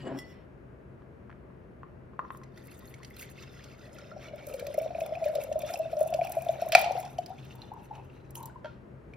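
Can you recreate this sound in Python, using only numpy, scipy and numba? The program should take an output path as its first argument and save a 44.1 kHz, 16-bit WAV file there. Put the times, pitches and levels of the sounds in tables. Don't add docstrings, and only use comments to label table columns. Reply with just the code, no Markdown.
import sys
import numpy as np
from scipy import signal
from scipy.fft import rfft, irfft, next_fast_len
from scipy.io import wavfile
from scipy.ndimage import uniform_filter1d
from numba import njit

SR = 44100
rng = np.random.default_rng(int(sys.argv[2]) if len(sys.argv) > 2 else 0)


def amplitude_ratio(level_db):
    exponent = np.asarray(level_db, float) / 20
    return 10 ** exponent


def inscribe(sig):
    pcm = np.round(np.clip(np.atleast_2d(sig).T, -1, 1) * 32767)
    wavfile.write(sys.argv[1], SR, pcm.astype(np.int16))


N = 403956
T = np.arange(N) / SR
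PAD = next_fast_len(N, True)
HZ = np.arange(PAD // 2 + 1) * SR / PAD

# (time [s], level [dB], crack level against the blow [dB])
PLUNGE = [(6.721, -26, 3), (6.75, -9, -2.5)]
# (frequency [Hz], level [dB], ring time [s])
EMPTY_JAR = [(1988, 10, 0.38), (3100, -15, 0.11), (3330, 4.5, 0.069), (4500, -13.5, 0.54),
             (2830, 5.5, 0.083), (5200, -8, .08), (5440, 7, 0.051), (5830, -14, 0.055), (7450, 2, 0.12),
             (9440, 0, 0.07), (11100, -13, 0.11), (13590, -7, .07)]


def on_hz(table):
    hz, value = np.transpose(table)
    return np.interp(np.log(HZ + 1), np.log(hz), value)


def unit(x):
    return x / np.sqrt(np.mean(x ** 2))


def colour(x, table):
    return irfft(rfft(x, PAD) * amplitude_ratio(on_hz(table)), PAD)[:N]


def band(x, lo_hz, hi_hz):
    hi_hz = min(hi_hz, SR / 2.2)
    return signal.sosfilt(signal.butter(2, [lo_hz, hi_hz], "band", fs=SR, output="sos"), x)


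def walk(rate):
    k = int(SR / rate)
    steps = np.repeat(rng.standard_normal(N // k + 1), k)
    return 1.3 * uniform_filter1d(uniform_filter1d(steps, k), k)[:N]


@njit
def svf(x, hz, width):
    y, b, l = np.empty(len(x)), 0., 0.
    for i in range(len(x)):
        g, k = np.tan(np.pi * hz[i] / SR), width / hz[i]
        v = (b + g * (x[i] - l)) / (1 + g * (g + k))
        b, l, y[i] = 2 * v - b, l + 2 * g * v, k * v
    return y


@njit
def grains(s, hz, t60, rise, size, glide):
    out = np.zeros(N)
    for k in range(len(s)):
        start, phase = int(s[k] * SR), 0.
        for i in range(min(int(t60[k] * SR), N - start)):
            u = i / (t60[k] * SR)
            phase += 2 * np.pi * hz[k] * (1 + glide * u) / SR
            swell = np.sin(np.pi / 2 * min(i / (rise[k] * SR), 1.)) ** 2
            decay = 1000. ** -max(u - rise[k] / t60[k], 0.)
            out[start + i] += size[k] * swell * decay * np.sin(phase)
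    return out


def cracks(s, db, t60, rise=0.00097):
    kicks = np.zeros(N)
    kicks[(np.asarray(s) * SR).astype(int)] = amplitude_ratio(np.asarray(db))
    soft = np.exp(-1 / (rise * SR))
    dying = signal.lfilter([1], [1, -np.exp(-np.log(1000) / (t60 * SR))], kicks)
    return 2 * signal.lfilter([1 - soft], [1, -soft], dying) * rng.standard_normal(N)


def knocks(rows, modes, crack_hz):
    s, db, crack_db = np.transpose(rows)
    hz, mode_db, t60 = np.transpose(modes)
    chance = rng.standard_normal((len(s), 2, len(hz)))
    mix = db[:, None] + mode_db + 2 * chance[:, 0]
    hz_all = (hz * (1 + chance[:, 1] / 200)).ravel()
    s_all = np.broadcast_to(s[:, None], mix.shape).ravel()
    t60_all = np.broadcast_to(np.clip(t60, .005, .6), mix.shape).ravel()
    ring = grains(s_all, hz_all, t60_all, 1 / hz_all, amplitude_ratio(mix).ravel(), 0.)
    ring = ring * amplitude_ratio(3.8 * walk(130))
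    return ring + band(cracks(s, db + crack_db, 0.012), *crack_hz)


def swarm(count, lo_hz, hi_hz, cycles, spread_db, glide):
    u = rng.random((count, 3)).T
    hz = lo_hz * (hi_hz / lo_hz) ** u[1]
    size = amplitude_ratio(-spread_db * np.log(1 - .998 * u[2]))
    return unit(grains(u[0] * T[-1], hz, cycles / hz, 3.3 / hz, size, glide))


def stream_gains():
    # (time [s], gurgle level [dB], spatter level [dB], fine spray level [dB])
    stream = [(2.2, -77, -77, -100), (2.35, -81, -73, -72), (2.5, -79, -76.5, -83), (2.58, -92, -65.5, -64),
              (3.25, -85, -60, -61.5), (3.4, -87, -57, -75), (3.85, -63, -60, -74), (4.2, -55, -56.5, -86),
              (4.45, -52, -62.5, -70), (4.6, -48.5, -57, -64), (5.0, -44.5, -58.5, -67),
              (5.7, -46, -57.5, -74), (6.2, -51, -58.5, -63), (6.7, -40.5, -49.5, -65.5),
              (7.05, -43.5, -57, -67.5), (7.2, -97, -64.5, -95), (7.599, -56.5, -63, -74),
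              (8.2, -71.5, -72.5, -83), (8.599, -59, -82, -110)]
    # (time [s], length [s], gurgle level [dB], spatter level [dB], fine spray level [dB])
    spurts = [(3.174, 0.055, -78, -62, -62), (4.479, 0.21, -53.5, -61.5, -57), (4.975, 0.14, -48, -65, -61),
              (5.185, 0.24, -54, -68, -62), (5.584, 0.21, -48, -66.5, -67), (5.98, 0.42, -48, -78, -66),
              (7.274, 0.042, -48, -94, -84), (7.709, 0.082, -48.5, -90, -98),
              (7.903, 0.089, -46.5, -73, -94), (8.344, 0.13, -48, -64, -56.5)]
    # (level [dB], time to fall by 60 dB [s])
    surge = [(-29, 0.9), (-36, 0.44), (-47, 0.93)]
    attack_s, release_s = 0.012, .015
    s, *columns = np.transpose(stream)
    gains = np.array([amplitude_ratio(np.interp(T, s, c, left=-120, right=-120)) for c in columns])
    for start, length, *dbs in spurts:
        fade = np.exp(-np.maximum(T - start - length, 0) / release_s)
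        gains = gains + amplitude_ratio(np.array(dbs))[:, None] * np.clip((T - start) / attack_s, 0, 1) * fade
    since = T - PLUNGE[-1][0]
    return gains + [(since > 0) * amplitude_ratio(db - 60 * np.abs(since) / t60) for db, t60 in surge]


def jar_air():
    # (time [s], lowest mode [Hz], how far the higher modes have climbed [0-1])
    air_rows = [(2.2, 530, 0), (3.7, 582, 0.12), (4.3, 602, 0.37), (4.448, 570, 0.34), (4.56, 520, 0.55),
                (4.7, 550, 0.18), (4.901, 640, 0.48), (5.15, 670, 0.11), (5.3, 600, 0.4), (5.7, 660, 0.48),
                (6.0, 630, 0.66), (6.25, 734, 0.75), (6.5, 688, 0.47), (6.72, 690, 0.41), (6.8, 720, 0.58),
                (7.0, 730, 0.3), (7.3, 757, 0.93), (7.749, 855, 0.78), (8.6, 935, 1)]
    s, low_hz, climb = np.transpose(air_rows)
    return np.interp(T, s, low_hz), np.interp(T, s, climb)


def gurgle(air_hz, gain):
    # (time [s], level [dB], starting pitch [Hz], ring time [s])
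    gulps = [(4.161, -39.5, 593, 0.093), (4.165, -42, 733, 0.056), (4.334, -35.5, 584, 0.065),
             (4.472, -35.5, 575, 0.049), (4.51, -35, 588, .04), (4.538, -39.5, 544, .05),
             (4.598, -39, 540, .035), (4.669, -30, 556, .04), (4.702, -35.5, 580, .05),
             (4.624, -29, 566, 0.021), (4.744, -29.5, 600, 0.033), (4.779, -17.5, 594, 0.032),
             (4.811, -28.5, 644, 0.19), (4.859, -23.5, 610, 0.019), (4.905, -32, 684, .04),
             (4.95, -26, 640, 0.021), (4.984, -29.5, 650, 0.038), (5.016, -23.5, 632, 0.047),
             (5.12, -26.5, 623, 0.068), (5.17, -31, 700, .04), (5.222, -26, 640, 0.062),
             (5.258, -22.5, 589.3, 0.12), (5.296, -29.5, 607, 0.068), (5.355, -23, 614, 0.048),
             (5.384, -24.5, 575, 0.042), (5.514, -24.5, 590, 0.041), (5.556, -22, 611, 0.076),
             (5.634, -26.5, 599, 0.13), (5.74, -24.5, 695, 0.016), (5.797, -23.5, 633, 0.092),
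             (5.855, -30, 635, 0.067), (5.93, -23.5, 638, 0.033), (5.967, -26, 604.6, 0.21),
             (6.01, -15.5, 605, 0.059), (6.058, -26.5, 630, 0.0484), (6.125, -23, 670, 0.029),
             (6.145, -21, 608, 0.049), (6.189, -19.5, 682, .04), (6.215, -19, 651, 0.034),
             (6.247, -31, 747, 0.028), (6.3, -28, 690, 0.017), (6.368, -20.5, 635, 0.06),
             (6.38, -26, 640, 0.049), (6.465, -24.5, 660, 0.018), (6.491, -17.5, 643, 0.039),
             (6.62, -18.5, 649, 0.029), (6.664, -28.5, 600, 0.048), (6.729, -22.5, 641, 0.096),
             (6.751, -5, 696, 0.02), (6.825, -25.5, 600, 0.048), (6.858, -25.5, 680, 0.07),
             (6.906, -24.5, 732, 0.026), (6.906, -24, 550, 0.03), (6.95, -29, 495, .04),
             (6.952, -29.5, 730, 0.054), (6.975, -23, 728, 0.069), (7.186, -22, 687.5, 0.036),
             (7.302, -34.5, 735, 0.059), (7.716, -34, 820, 0.024), (7.91, -33, 826, 0.036),
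             (8.369, -44.5, 910, 0.062), (8.403, -40.5, 940, .03), (8.433, -38, 878, 0.064),
             (8.558, -39, 982, 0.033)]
    air_hz = air_hz * (1 + 0.02 * walk(5.6))
    s, db, hz, t60 = np.transpose(gulps)
    big = grains(s - .002, hz, np.clip(t60, .012, .3), np.full(len(s), .0055), amplitude_ratio(db), 0.1)
    big = 0.96 * svf(big, air_hz, 620.0) + 0.34 * svf(big, air_hz, 90.)
    small = swarm(count=5500, lo_hz=425.3, hi_hz=1206.0, cycles=22.0, spread_db=2.5, glide=0.2)
    small = svf(svf(small, air_hz, 260.0), air_hz * (1 + 0.051 * walk(21)), 130.0)
    return big + gain * unit(small)


def spatter(climb, spatter_gain, spray_gain):
    # (time [s], level [dB], starting pitch [Hz], splash level against the drop [dB])
    drop_rows = [(2.434, -48.5, 1980, -1), (2.575, -46.5, 1950, -2), (2.6823, -46, 2070, -14),
                 (2.714, -50.5, 4200, -7), (2.878, -50, 4200, -14), (2.94, -42, 2140, -3),
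                 (3.0305, -40.5, 1988, -4), (3.047, -40, 4600, -0.5), (3.108, -42.5, 2006, -21),
                 (3.145, -51, 5100, -20), (3.167, -44, 4000, -17), (3.1955, -39.5, 2610, -2.5),
                 (3.222, -47, 4200, -2), (3.397, -50, 3800, -27), (3.425, -43, 6300, -16),
                 (3.64, -49, 5500, 4), (3.985, -41.5, 1347, -4), (4.115, -37.5, 1326, -27),
                 (4.5383, -45, 2350, 4), (4.596, -39, 2242, 0), (4.6664, -38, 2380, -2),
                 (4.742, -39, 2040, -7), (4.9482, -36, 2400, -27), (5.0062, -33, 2450, -8.5),
                 (5.0615, -42.5, 2350, -4), (5.1526, -32.5, 2420, -18), (5.2413, -36.5, 2380, -4),
                 (5.3528, -34.5, 3680, -2.5), (5.4141, -37.5, 2550, -10), (5.525, -40, 2680, 1),
                 (5.6198, -39.5, 2350, -3), (5.7382, -28, 5200, -8), (5.7568, -31.5, 2560, -32),
                 (5.968, -42.5, 5300, -8), (6.1384, -32.5, 2500, 1), (6.2122, -31, 2320, -26),
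                 (6.2714, -33.5, 2373, -12), (6.4862, -34, 3430, -9.5), (6.617, -45.5, 2450, -11),
                 (6.842, -27.5, 2700, -5.5), (6.92, -40, 5800, -0.5), (6.975, -48, 4300, -18),
                 (7.0276, -42.5, 2340, -4), (7.05, -50.5, 4500, 7), (7.078, -53, 5200, -13),
                 (7.183, -38, 2920, -0.5), (7.2612, -35.5, 4800, -10.5), (7.3805, -49, 2220, -10),
                 (7.508, -44.5, 2740, -9), (7.6183, -36.5, 3920, -24), (7.9524, -47, 2820, -7),
                 (8.099, -49.5, 2650, -35), (8.3541, -38.5, 2920, -8), (8.432, -46.5, 3800, -11),
                 (8.472, -54, 4600, -12), (8.498, -46, 1450, -25), (9.136, -41, 2280, -17)]
    # (time [s], level [dB])
    tick_rows = [(2.372, -47.5), (2.6703, -46), (2.7916, -45.5), (2.8749, -59), (2.9008, -51),
                 (3.1033, -50), (3.1652, -42), (3.193, -39), (3.2206, -42), (3.2999, -46), (4.359, -49),
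                 (4.4687, -37), (4.5017, -48), (4.5386, -40), (4.5955, -38.5), (4.6683, -38), (4.7411, -39),
                 (4.775, -44), (4.787, -38), (4.8194, -43), (5.003, -42), (5.062, -39), (5.254, -41),
                 (5.2844, -43), (5.3522, -37), (5.437, -33), (5.5907, -35), (5.6186, -39), (5.6625, -44),
                 (5.7374, -43), (5.7748, -42), (5.7897, -37.5), (5.991, -41), (6.0067, -34), (6.029, -36),
                 (6.075, -37), (6.1035, -41), (6.1419, -43), (6.248, -38.5), (6.2696, -40.5), (6.2956, -38),
                 (6.32, -28.5), (6.4208, -37.5), (6.4486, -44.5), (6.6164, -39.5), (6.6603, -44.5),
                 (6.687, -35.5), (6.721, -26.5), (6.7496, -25.5), (6.7915, -31.5), (6.8144, -25.5),
                 (6.9192, -45), (7.0005, -37), (7.2614, -45), (7.45, -52), (7.5547, -47), (7.7373, -53),
                 (8.0468, -63), (8.3065, -43), (8.354, -33), (8.4053, -56), (8.4285, -39), (8.457, -35),
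                 (8.4714, -61)]
    # (frequency [Hz], level [dB])
    patter_colour = [(590, -39), (1000, -18.5), (1400, -2.5), (1630, -10), (2470, -4.5), (3150, -6.5),
                     (4570, -9), (5250, -8.5), (7350, -10.5), (14400, -20.5), (16000, -28.5)]
    # (near empty [Hz], near full [Hz], width [Hz], level [dB])
    cross_modes = [(1920, 2870, 170, 3), (2700, 2900, 83, -3), (3600, 3750, 120, 3.5),
                   (4800, 6300, 130, 3.5), (6200, 7900, 300, -5)]
    s, db, hz, splash_db = np.transpose(drop_rows)
    hits = band(cracks(s, db + splash_db, 0.017, rise=0.0016), 2000.0, 7900.0)
    drops = grains(s, hz, 73.0 / hz, 0.95 / hz, amplitude_ratio(db - 2.0), 0.27) + hits

    s, db = np.transpose(tick_rows)
    hz = 10300.0 + 4700.0 * rng.random(len(s))
    ticks = grains(s, hz, 45.0 / hz, 12.0 / hz, amplitude_ratio(db - 5.5), .03)
    ticks = ticks + band(cracks(s - .001, db + 1.5, 0.0097, rise=0.002), 6800.0, 14500.0)

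    patter = swarm(count=8000, lo_hz=999.0, hi_hz=8140.0, cycles=40.0, spread_db=2.5, glide=0.098)
    patter = patter + 0.9 * rng.standard_normal(N)
    clumps = walk(30)
    patter = patter * amplitude_ratio(0.97 * clumps + 4.3 * walk(45))
    patter = unit(colour(patter, patter_colour)) * spatter_gain

    ringing = np.zeros(N)
    for lo, hi, width, db in cross_modes:
        level = amplitude_ratio(db + 3.0 * walk(10))
        mode_hz = (lo + climb * (hi - lo)) * (1 + 0.037 * walk(9.7))
        ringing += level * svf(patter + 0.17 * hits, mode_hz, 1. * width)

    fizz = swarm(count=5000, lo_hz=6360.0, hi_hz=15500., cycles=30.0, spread_db=3.0, glide=.05)
    fizz = fizz + .8 * unit(rng.standard_normal(N) * amplitude_ratio(6. * walk(160)))
    fizz = band(fizz * amplitude_ratio(7.5 * clumps + 3.0 * walk(55)), 7000.0, 13000.0)
    return drops + ticks + 0.69 * patter + ringing + spray_gain * unit(fizz)


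def ice_plunge():
    # (frequency [Hz], level [dB], ring time [s])
    slab = [(2120, -9.5, .015), (2400, 2.5, 0.024), (2573, -11, 0.064), (4060, -17, 0.013),
            (4707, -6, 0.017), (6600, -14.5, 0.013), (1400, -7.5, 0.024)]
    wash = cracks(np.transpose(PLUNGE)[0], (-32, -44.5), .45)
    return knocks(PLUNGE, slab, (1800., 7500.)) + band(wash, 1500., 4530)


def ice_in_jar():
    # (time [s], level [dB], crack level against the blow [dB])
    jar_blows = [(8.645, -37.5, -15), (8.656, -41, -14)]
    # (frequency [Hz], level [dB], ring time [s])
    full_jar = [(600, 9, 0.086), (936, 1.5, 0.069), (1389, -3, 0.12), (1530, 4, 0.0278),
                (2380, -18.5, 0.042), (2670, -14, 0.037), (3250, -6, 0.021), (3840, -5, 0.013),
                (4470, -8.5, 0.013)]
    rattle = band(cracks([jar_blows[0][0]], [-55.5], 0.42), 1000., 3560)
    return knocks(jar_blows, full_jar, (1000., 6500.)) + rattle


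def ice_in_pitcher():
    # (time [s], level [dB], crack level against the blow [dB])
    ice_blows = [(1.02, -57.5, -5), (1.502, -53, -30), (1.832, -43.5, -29.5), (2.134, -50.5, -21),
                 (2.192, -32, -17), (2.249, -45, -14), (2.304, -38, -5), (2.348, -47.5, -13),
                 (2.415, -46, -12), (2.823, -56, -6), (3.002, -48.5, -17)]
    # (frequency [Hz], level [dB], ring time [s])
    pitcher = [(1064, 0.5, 0.049), (1168, 3, 0.026), (1315, -10, 0.053), (1520, -14, 0.034),
               (1940, -5.5, 0.011), (2550, -16, 0.013), (3300, -32, .015)]
    return knocks(ice_blows, pitcher, (900., 3200.))


def spout_taps():
    # (time [s], level [dB], pitch [Hz])
    tap_rows = [(1.296, -38.5, 1100), (1.302, -38, 1400), (1.314, -44, 1750), (1.327, -41, 1500)]
    s, db, hz = np.transpose(tap_rows)
    tones = grains(s, hz, 6.9 / hz, 0.67 / hz, amplitude_ratio(db), 0.)
    return tones + band(cracks(s, db - 19.0, 0.0071), 1000., 3600.0)


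def slide():
    # (time [s], wood rumble level [dB], grit level [dB], level of the singing glass [dB])
    slide_rows = [(0, -60, -58, -87), (.04, -45, -63, -90), (0.057, -36.5, -80, -95), (.11, -38, -80, -79),
                  (.165, -39, -71, -59), (.2, -51, -66, -60), (.25, -54.5, -67, -67), (.31, -62, -65, -58),
                  (.35, -64, -65, -72), (.45, -72, -75, -87)]
    # (frequency [Hz], width [Hz], level [dB])
    table_modes = [(273, 28, 7.5), (358, 37, 2), (514, 37, -3), (644, 28, -4.5), (840, 110, -21),
                   (1460, 610, -27)]
    s, wood_db, grit_db, sing_db = np.transpose(slide_rows)
    t = T[T < s[-1]]
    rub = (rng.standard_normal(N) * amplitude_ratio(1.2 * walk(87.3)))[:len(t)]
    wood = sum(amplitude_ratio(db) * svf(rub, np.full(len(t), 1. * hz), 1. * w) for hz, w, db in table_modes)
    wood = band(wood, 96.0, 1770.0)
    grit = band(band(rub, 1400.0, 3400.), 850.0, 3600.)
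    sing = np.zeros(len(t))
    for hz, db, t60 in EMPTY_JAR:
        mode_hz = hz * (1 + 0.0017 * walk(30.0)[:len(t)])
        sing += amplitude_ratio(db) * unit(svf(rub, mode_hz, 6.7 / t60))
    layers = ((wood_db, wood), (grit_db, grit), (sing_db, sing))
    moving = sum(amplitude_ratio(np.interp(t, s, db)) * unit(x) for db, x in layers)
    return np.pad(moving, (0, N - len(t)))


def jar_clinks():
    # (time [s], level [dB], crack level against the blow [dB])
    clinks = [(.172, -56, -8), (.188, -47.5, -6)]
    return band(knocks(clinks, EMPTY_JAR, (3000., 15000.)), 3530.0, 18000.0)


def bowl():
    # (time [s], level [dB], crack level against the blow [dB])
    bowl_blows = [(.004, -52.5, -2), (.052, -58, 1)]
    # (frequency [Hz], level [dB], ring time [s])
    bowl_modes = [(1870, -3, 0.13), (2070, -5, .1), (3080, -13, 0.091), (4900, -6, .08), (2900, 0.5, 0.23),
                  (2950, -4, .15), (3380, -14, .2), (4500, -9, 0.18), (7410, -5, 0.35)]
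    return knocks(bowl_blows, bowl_modes, (1500., 4000.))


def walls(x):
    t = np.arange(SR // 2) / SR
    late, early = rng.standard_normal((2, 2, len(t)))
    late = band(late, 560.0, 5000.) * np.exp(-np.log(1000) * t / 0.42)
    early = band(early, 1700., 11000.0) * amplitude_ratio(13.) * np.exp(-t / 0.0045)
    tail = (late + early) * (t > .0008)
    tail = tail / np.sqrt(np.sum(tail ** 2) / 2)
    return amplitude_ratio(-10.) * signal.oaconvolve(x[None], tail, axes=1)[:, :N]


def room_air():
    # (frequency [Hz], level [dB])
    air_colour = [(18, -45.5), (30, -15.5), (60, -1.5), (118, -6), (153, -7), (184, -6.5), (252, -9),
                  (287, -12), (364, -8.5), (540, -15.5), (632, -15.5), (721, -22.5), (1630, -28.5),
                  (2700, -39.5), (3600, -52), (8500, -67), (12000, -57), (13700, -74.5), (16000, -86)]
    # (frequency [Hz], likeness [-1 to 1])
    air_likeness = [(60, 0.8), (130, 0.8), (290, 0.7), (640, 0), (1410, 0.01), (3100, 0.01), (6820, -0.36),
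                    (15000, 0.06)]
    # (time [s], level [dB])
    low_tone_rows = [(0.0, -36), (0.23, -51.5), (4.36, -54), (7.4, -46), (8.95, -49.5), (9.16, -47.5)]
    like = np.clip(on_hz(air_likeness), 0, .99)
    mid, side = (rfft(rng.standard_normal(PAD)) * amplitude_ratio(on_hz(air_colour)) for _ in range(2))
    side = side * np.sqrt((1 - like) / (1 + like))
    pair = np.array([irfft(mid + sign * side, PAD)[:N] for sign in (1, -1)])
    rush = pair * amplitude_ratio(-51.5) / np.std(pair.mean(axis=0))
    low_tone = unit(svf(rng.standard_normal(N), np.full(N, 131.), 3.9))
    low_tone = low_tone * amplitude_ratio(np.interp(T, *np.transpose(low_tone_rows)) - 4.5)
    return (rush + low_tone) * amplitude_ratio(np.array([[1.4], [-1.4]]))


def at_ports(near):
    # (frequency [Hz], left minus right level [dB])
    port_balance = [(200, 3.5), (900, 3.2), (1400, 0), (2200, -1.3), (6000, -1), (15000, 0)]
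    # (frequency [Hz], phase by which left leads [radians])
    port_phase = [(100, -.2), (700, -.65), (1500, -.4), (5500, -.45), (7600, -3.5), (9000, -3),
                  (12000, -1.1), (13800, 0), (15500, .7)]
    half = amplitude_ratio(on_hz(port_balance) / 2) * np.exp(.5j * on_hz(port_phase))
    return irfft(np.array([half, 1 / half]) * rfft(near, PAD), PAD)[:, :N]


def scene():
    gurgle_gain, spatter_gain, spray_gain = stream_gains()
    air_hz, climb = jar_air()
    near = gurgle(air_hz, gurgle_gain) + spatter(climb, spatter_gain, spray_gain)
    near = near + ice_plunge() + ice_in_jar() + ice_in_pitcher()
    near = near + spout_taps() + slide() + jar_clinks() + bowl()
    return at_ports(near) + walls(near) + room_air()


def top_cut(x):
    return signal.sosfilt(signal.butter(12, 16820, fs=SR, output="sos"), x)


def record(dry):
    heard = signal.sosfilt(signal.butter(2, 42., "high", fs=SR, output="sos"), dry)
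    heard = signal.sosfilt(signal.ellip(6, .3, 40, 15900, fs=SR, output="sos"), heard)
    return top_cut(heard)


dry = scene()
out = record(dry)
inscribe(out)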